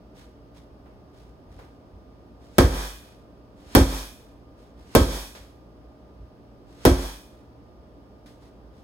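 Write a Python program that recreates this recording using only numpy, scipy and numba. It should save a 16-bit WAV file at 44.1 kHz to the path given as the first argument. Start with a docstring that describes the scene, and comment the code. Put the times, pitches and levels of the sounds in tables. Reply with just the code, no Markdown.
"""A small bare room, where a wooden stick whacks a padded, vinyl-covered heavy bag four times.
Noise bursts make the crack on the cover and its echoes; decaying sine waves make the bag's thump and the boom.
Around the blows, shaped noise makes gripping and sliding hands and the swish of the stick. Feet thud, a fan runs.
The phone's gain control ducks each blow and lets go while the room still rings, so a hiss swells after it."""
import sys
import numpy as np
from scipy import signal
from scipy.fft import rfft, irfft, next_fast_len
from scipy.io import wavfile
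from scipy.ndimage import uniform_filter1d, minimum_filter1d
from numba import njit

SR = 44100
rng = np.random.default_rng(int(sys.argv[2]) if len(sys.argv) > 2 else 0)


def log_audio(samples):
    """Write samples as a 16-bit WAV file to the path given in sys.argv[1]."""
    # one column per channel
    frames = np.atleast_2d(samples).T
    # limit to full scale, then quantise
    limited = np.clip(frames, -1, 1)
    pcm = np.round(limited * 32767).astype(np.int16)
    wavfile.write(sys.argv[1], SR, pcm)


N = 389403  # length of the scene in samples
T = np.arange(SR) / SR  # one second of time from the start of an event


def undb(db):
    """Turn decibels into a gain."""
    return 10 ** (np.asarray(db) / 20)


def along(points, hz):
    """Read values between (Hz, value) points, spacing the frequencies as the ear does, by ratio."""
    f, value = np.transpose(points)
    return np.interp(np.log(hz + 1e-3), np.log(f), value)


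def fade(t60):
    """Die away smoothly, losing 60 dB in t60 seconds."""
    return np.exp(-np.log(1000) * T / t60)


def add(out, s, sound):
    """Mix a sound in, starting at s seconds."""
    i = max(int(s * SR), 0)
    out[:, i:i + sound.shape[-1]] += sound[..., :N - i]


def wander(size, count):
    """A random line: normally distributed points, evenly spaced and joined by straight segments."""
    return np.interp(np.arange(size), np.linspace(0, size, count), rng.standard_normal(count))


# How wide the sound spreads between left and right.
# Each row: frequency in Hz, level of the side signal against the middle in dB.
WIDTH = [(120, -8), (250, -14.5), (500, -7.5), (1000, 0.5), (4500, 0.5), (6000, 4), (8000, -46),
         (12000, -35)]


def noise(colour, size=SR, peaks=()):
    """Stereo noise with a given spectrum, plus peaks or hollows; its middle signal has an rms of 1."""
    hz = np.fft.rfftfreq(size, 1 / SR)
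    db = along(colour, hz)
    for peak_hz, width_hz, peak_db in peaks:
        db = db + peak_db / (1 + (2 * (hz - peak_hz) / width_hz) ** 2)
    mid, side = rfft(rng.standard_normal((2, size))) * undb(db)
    side = side * undb(along(WIDTH, hz))
    return irfft([mid + side, mid - side], size) / irfft(mid, size).std()


# How long the room's reverberation lasts.
# Each row: frequency in Hz, time to fall by 60 dB in seconds.
ROOM_T60 = [(150, 0.29), (400, 0.28), (800, 0.36), (1600, 0.4), (3500, 0.45), (8000, 0.47), (15000, 0.51)]


def die_away(x):
    """Split a one-second noise into half-octave bands and let each fade at the room's own rate."""
    centres = np.geomspace(100, 16000, 15)
    hz, spectrum = np.fft.rfftfreq(SR, 1 / SR), rfft(x)
    total = 0
    for f, share in zip(centres, np.eye(len(centres))):
        band_gain = along(np.c_[centres, share], hz)  # 1 at this centre, 0 at its neighbours
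        total = total + irfft(spectrum * band_gain, SR) * fade(along(ROOM_T60, f))
    return total


def ring(modes, scatter_db, detune, spot_hz=0, spot_db=0):
    """Add fading sine waves, with random levels and tuning; those near the struck spot's pitch gain."""
    total = 0
    for hz, db, t60 in modes:
        level_chance, pitch_chance = rng.standard_normal(2)
        favour_db = spot_db * np.exp(-(5 * (spot_hz / hz - 1)) ** 2)
        gain = undb(db + scatter_db * level_chance + favour_db)
        total = total + gain * np.sin(2 * np.pi * hz * (1 + detune * pitch_chance) * T) * fade(t60)
    return total


# The fan's rush of air. Each row: frequency in Hz, level in dB per Hz (only the shape matters).
FAN_COLOUR = [(22, -23.5), (55, 2.5), (85, -3.5), (115, -15.5), (170, -6), (290, -6.5), (620, -13),
              (1200, -25), (2100, -37), (3200, -38), (4200, -41.5), (4800, -39), (7000, -50),
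              (15500, -52.5)]
FAN_DB = -51  # rms of the rush's middle signal
# The hum of the fan's motor. Each row: frequency in Hz, relative level in dB.
HUM = [(59.2, -56), (118.4, -59), (285.3, -59.5), (619.1, -66), (1211, -71)]


def fan(hum_db=-2, hum_waver_db=2, drift_rad=0.82):
    """Air rushes as steady noise; the motor hums in sine waves whose level and phase waver a little."""
    t = np.arange(N) / SR
    hum = 0
    for hz, db in HUM:
        gain = np.sqrt(2) * undb(db + hum_db + hum_waver_db * wander(N, count=70))
        hum = hum + gain * np.sin(2 * np.pi * hz * t + drift_rad * wander(N, count=90))
    rush = noise(FAN_COLOUR, size=next_fast_len(N))[:, :N]
    return undb(FAN_DB) * rush + hum


# Hands shifting along the stick between attacks.
# Each row: loudest moment in seconds, time to grow that loud in seconds, level in dB.
SLIDES = [(0.195, 0.06, -59), (0.575, 0.041, -62.5), (1.19, 0.077, -66), (1.571, 0.1, -67.5),
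          (4.619, .07, -67.5), (8.443, 0.052, -66), (8.792, .08, -70)]
# The sound of skin on wood. Each row: frequency in Hz, level in dB per Hz.
SLIDE_COLOUR = [(150, -25.5), (600, 0.5), (1700, 1), (2800, -4), (3400, -0.5), (6000, -7), (10000, -11),
                (15000, -19)]
# The blows on the bag, which also time the slides, the swishes and everything the bag does.
# Each row: start in seconds, force in dB, crack in dB, woody knock in dB, bass in dB,
# pitch that the struck spot favours in Hz, swish of the swing in dB.
BLOWS = [(2.583, 3.5, -0.5, 0.5, 1, 409, -57), (3.75, -1.5, 1, -2.5, 1, 278.4, -48.5),
         (4.9509, -.5, -1.5, -4, -1.5, 155.4, -52), (6.8521, -4.5, -2.5, -2.5, 0, 345, -51)]
# One slide winds up before each blow: lead in seconds, rise in seconds, level in dB.
WIND_UP_LEAD_S, WIND_UP_S, WIND_UP_DB = .13, 0.07, -66
# One takes the stick back after it: lag in seconds, rise in seconds, level in dB at a force of 0 dB.
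RECOVER_LAG_S, RECOVER_S, RECOVER_DB = .48, .09, -65


def hand_slides(grain_db=2.0):
    """Palms slide along the stick in tiny slips: noise with a jittery level that swells and fades."""
    out = np.zeros((2, N))
    wind_ups = [(s - WIND_UP_LEAD_S, WIND_UP_S, WIND_UP_DB) for s, *_ in BLOWS]
    # a harder blow is followed by a louder slide
    recoveries = [(s + RECOVER_LAG_S, RECOVER_S, RECOVER_DB + force_db) for s, force_db, *_ in BLOWS]
    for s, rise_s, db in wind_ups + recoveries + list(SLIDES):
        stroke = (T / rise_s * np.exp(1 - T / rise_s)) ** 2
        slips = undb(db + grain_db * wander(SR, count=250))
        add(out, s - rise_s, slips * noise(SLIDE_COLOUR) * stroke)
    return out


# Hands catching the stick.
# Each row: start in seconds, slap of the skin in dB, knock of the wood in dB.
GRIPS = [(0.857, -83, -56.5), (1.589, -63, -48.5), (5.35, -49, -51), (8.2597, -57, -76)]
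# The knock of wood in the palm. Each row: frequency in Hz, level in dB per Hz.
KNOCK_COLOUR = [(150, -26), (400, 2), (700, -2), (1270, -9), (1700, -13), (2400, -17), (6000, -38)]


def grips():
    """A palm catches the stick: skin noise and wood noise start at once and fade at the room's rate."""
    out = np.zeros((2, N))
    for s, skin_db, wood_db in GRIPS:
        skin = undb(skin_db) * noise(SLIDE_COLOUR)
        wood = undb(wood_db) * noise(KNOCK_COLOUR)
        add(out, s, die_away(skin + wood) * (1 - np.exp(-T / 0.00029)))
    return out


# Weight shifting on the floor. Each row: start in seconds, level in dB.
STEPS = [(1.48, -39), (1.56, -39), (1.93, -41), (5.385, -41), (6.2, -37)]


def footsteps():
    """Feet thud softly on the floor: three low, quickly fading sine waves with a soft start."""
    out = np.zeros((2, N))
    floor = [(56, 0, .35), (84, -2, .25), (120, -8, .2)]  # Hz, dB, seconds to fall 60 dB
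    for s, db in STEPS:
        thud = ring(floor, scatter_db=1.5, detune=.02)
        add(out, s, undb(db) * thud * (1 - np.exp(-T / 0.0056)))
    return out


def swings(rise_s=.05):
    """Air swishes past the stick: noise that grows ever faster until the stick lands."""
    out = np.zeros((2, N))
    colour = [(80, -36), (400, -2), (1200, 0), (4000, -3), (9000, -9), (15000, -21)]
    for s, *_, swish_db in BLOWS:
        swell = np.exp(-T[::-1] / rise_s)
        add(out, s - 1, undb(swish_db) * noise(colour) * swell)
    return out


# Peaks and hollows that colour the slap.
# Each row: frequency in Hz, width in Hz, height in dB.
TIMBRE = [(1420, 390, -3), (1780, 250, -0.5), (2130, 69, -3.5), (2340, 120, 3.5), (2890, 130, -6.5),
          (3265, 350, 5), (3990, 150, -2.5), (5850, 250, 1.5)]


def crack(knock, snap_s=0.0011, wrap_s=0.0051, spread_s=0.0019, wrap_db=-4):
    """The stick meets the vinyl with a snap, then slaps along it as it sinks in: two short noise bursts."""
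    colour = [(60, -33.5), (250, -13), (600, 1.0), (1200, -2.5), (2200, -6.5),
              (3500, -24.5), (7000, -19.5), (11000, -12.0), (15500, -18.0)]
    snap = np.exp(-T / snap_s)
    wrap = undb(wrap_db) * np.exp(-((T - wrap_s) / spread_s) ** 2)
    creases = undb(4 * wander(SR, count=5000))  # the cover's creases make the crack crackle
    return noise(colour, peaks=list(TIMBRE) + [knock]) * (snap + wrap) * creases


# The slap of the cover as the walls return it. Each row: frequency in Hz, level in dB per Hz.
SLAP = [(40, -49), (120, -13.5), (250, 7), (450, 3.5), (700, -4.5), (1100, -8), (1700, -14), (2600, -24),
        (3400, -22.5), (5000, -24), (7000, -26.5), (10500, -28.5), (15500, -36)]


def walls(crack_db, knock, early_db=2, early_s=0.046, build_s=0.001):
    """Walls return strong early sound, then a diffuse tail; a sharper crack brightens both."""
    colour = [(hz, db + crack_db * hz / (hz + 1500)) for hz, db in SLAP]
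    early = 1 + undb(early_db) * np.exp(-T / early_s)
    build = 1 - np.exp(-T / build_s)
    return die_away(noise(colour, peaks=list(TIMBRE) + [knock])) * early * build


# Something light and hard in the room rings on after each blow.
# Each row: frequency in Hz, level in dB, time to fall by 60 dB in seconds.
AFTER_RING = [(1513, -1, .5), (1665, 0, .55), (1850, -3, .5), (2433, -2, .64), (2560, -5, .6),
              (2972, -5, .6), (3278, -2, .59), (3494, -3, .58), (3620, -3, .58), (4032, -6, .52),
              (5850, -2, .5)]


def after_ring():
    """Clusters of close pitches beat irregularly, so each sounds as a narrow band and not as a tone."""
    total = 0
    for hz, db, t60 in AFTER_RING:
        beats = wander(SR, count=140) + 1j * wander(SR, count=140)
        total = total + undb(db) * np.real(beats * np.exp(2j * np.pi * hz * T)) * fade(t60)
    return total


# The bag and the room ringing together.
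# Each row: frequency in Hz, level in dB, time to fall by 60 dB in seconds.
RING = [(165, -3.5, 0.12), (209, -4.5, .22), (268.4, 0.5, 0.26), (310, 3.5, 0.14), (357.5, -5, 0.26),
        (453, -11, 0.11), (494, -5, 0.24), (539, -6.5, 0.27), (626, -2.5, 0.14), (754, -34.5, 0.11),
        (1104, -14.5, 0.22), (1272, -14.5, 0.23), (1587, -16, 0.28), (1590, -25.5, 0.21)]


def bag_ring(spot_hz, body_s=0.0096):
    """The struck bag rings in fading sine waves; those near the pitch of the struck spot are raised."""
    modes = ring(RING, scatter_db=1.5, detune=.005, spot_hz=spot_hz, spot_db=7)
    return modes * (1 - np.exp(-T / body_s))


# The low standing waves of the room.
# Each row: frequency in Hz, level in dB, time to fall by 60 dB in seconds.
BOOM = [(48.5, -9, .32), (64.5, 0, .2), (84.7, 1, .155), (102, 1, .11), (122, -4, .12), (141, -19, .27),
        (180, -20, .27)]


def room_boom(push_s=0.024):
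    """The giving padding pushes the room's standing waves; the minus sign is the dent drawing air in first."""
    return -ring(BOOM, scatter_db=.3, detune=.002) * (1 - np.exp(-T / push_s))


# Gains of what every blow sets off, before the settings of each blow are added.
CRACK_DB, WALLS_DB, BODY_DB, BOOM_DB, AFTER_DB = 12, 11, 12, 26, -23.5
BODY_LAG_S, SINK_S = 0.00498, .01262  # from contact to the bag's ring and to the boom


def bag(knock_hz=1600, knock_width_hz=1500):
    """Each blow cracks and slaps at once; the bag's ring comes next, then the boom as the padding gives way."""
    out = np.zeros((2, N))
    for s, force_db, crack_db, knock_db, bass_db, spot_hz, _ in BLOWS:
        knock = (knock_hz, knock_width_hz, knock_db)
        after = np.array([after_ring(), after_ring()])  # left and right beat separately
        add(out, s, undb(force_db + crack_db + CRACK_DB) * crack(knock))
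        add(out, s, undb(force_db + WALLS_DB) * walls(crack_db, knock))
        add(out, s, undb(force_db + AFTER_DB) * after)
        add(out, s + BODY_LAG_S, undb(force_db + BODY_DB) * bag_ring(spot_hz))
        add(out, s + SINK_S, undb(force_db + bass_db + BOOM_DB) * room_boom())
    return out


def scene(left_db=-0.83):
    """Everything in the room, with the left side left_db against the right, so a little softer."""
    everything = fan() + hand_slides() + grips() + footsteps() + swings() + bag()
    return everything * undb(np.array([[left_db], [-left_db]]) / 2)


@njit
def let_go(cut, release, ease):
    """Follow a rising gain cut at once; let it go through two slow stages."""
    out, first, second = np.empty(len(cut)), 0., 0.
    for i in range(len(cut)):
        first = max(cut[i], first * (1 - release))
        second = max(first, second + (first - second) * ease)
        out[i] = second
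    return out


def gain_control(x, limit_db=-6.5, sense_s=0.0042, hold_s=0.037, release_s=0.04, ease_s=0.056):
    """Turn down by whatever the short-term power exceeds the limit, hold that, then recover."""
    power = uniform_filter1d(np.mean(x ** 2, axis=0), int(sense_s * SR))
    excess_db = np.maximum(10 * np.log10(np.abs(power) + 1e-12) - limit_db, 0)
    half = int(hold_s * SR / 2)
    # the two minus signs make the minimum a maximum, here over the recent past
    held_db = -minimum_filter1d(-excess_db, 2 * half + 1, origin=half)
    cut_db = let_go(held_db, 1 / (release_s * SR), 1 / (ease_s * SR))
    return x * undb(-cut_db)


def record(dry):
    """The phone ducks the blows, sheds the deepest bass, rounds the remaining peaks and cuts the top."""
    bass_cut = signal.butter(3, 34, "highpass", fs=SR, output="sos")
    x = signal.sosfilt(bass_cut, gain_control(dry))
    x = x / (1 + (x / .88) ** 6) ** (1 / 6)  # peaks bend towards 0.88 of full scale
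    top_cut = signal.ellip(8, .2, 70, 15800, fs=SR, output="sos")  # steep low-pass at 15800 Hz
    return signal.sosfilt(top_cut, x)


dry = scene()
out = record(dry)
log_audio(out)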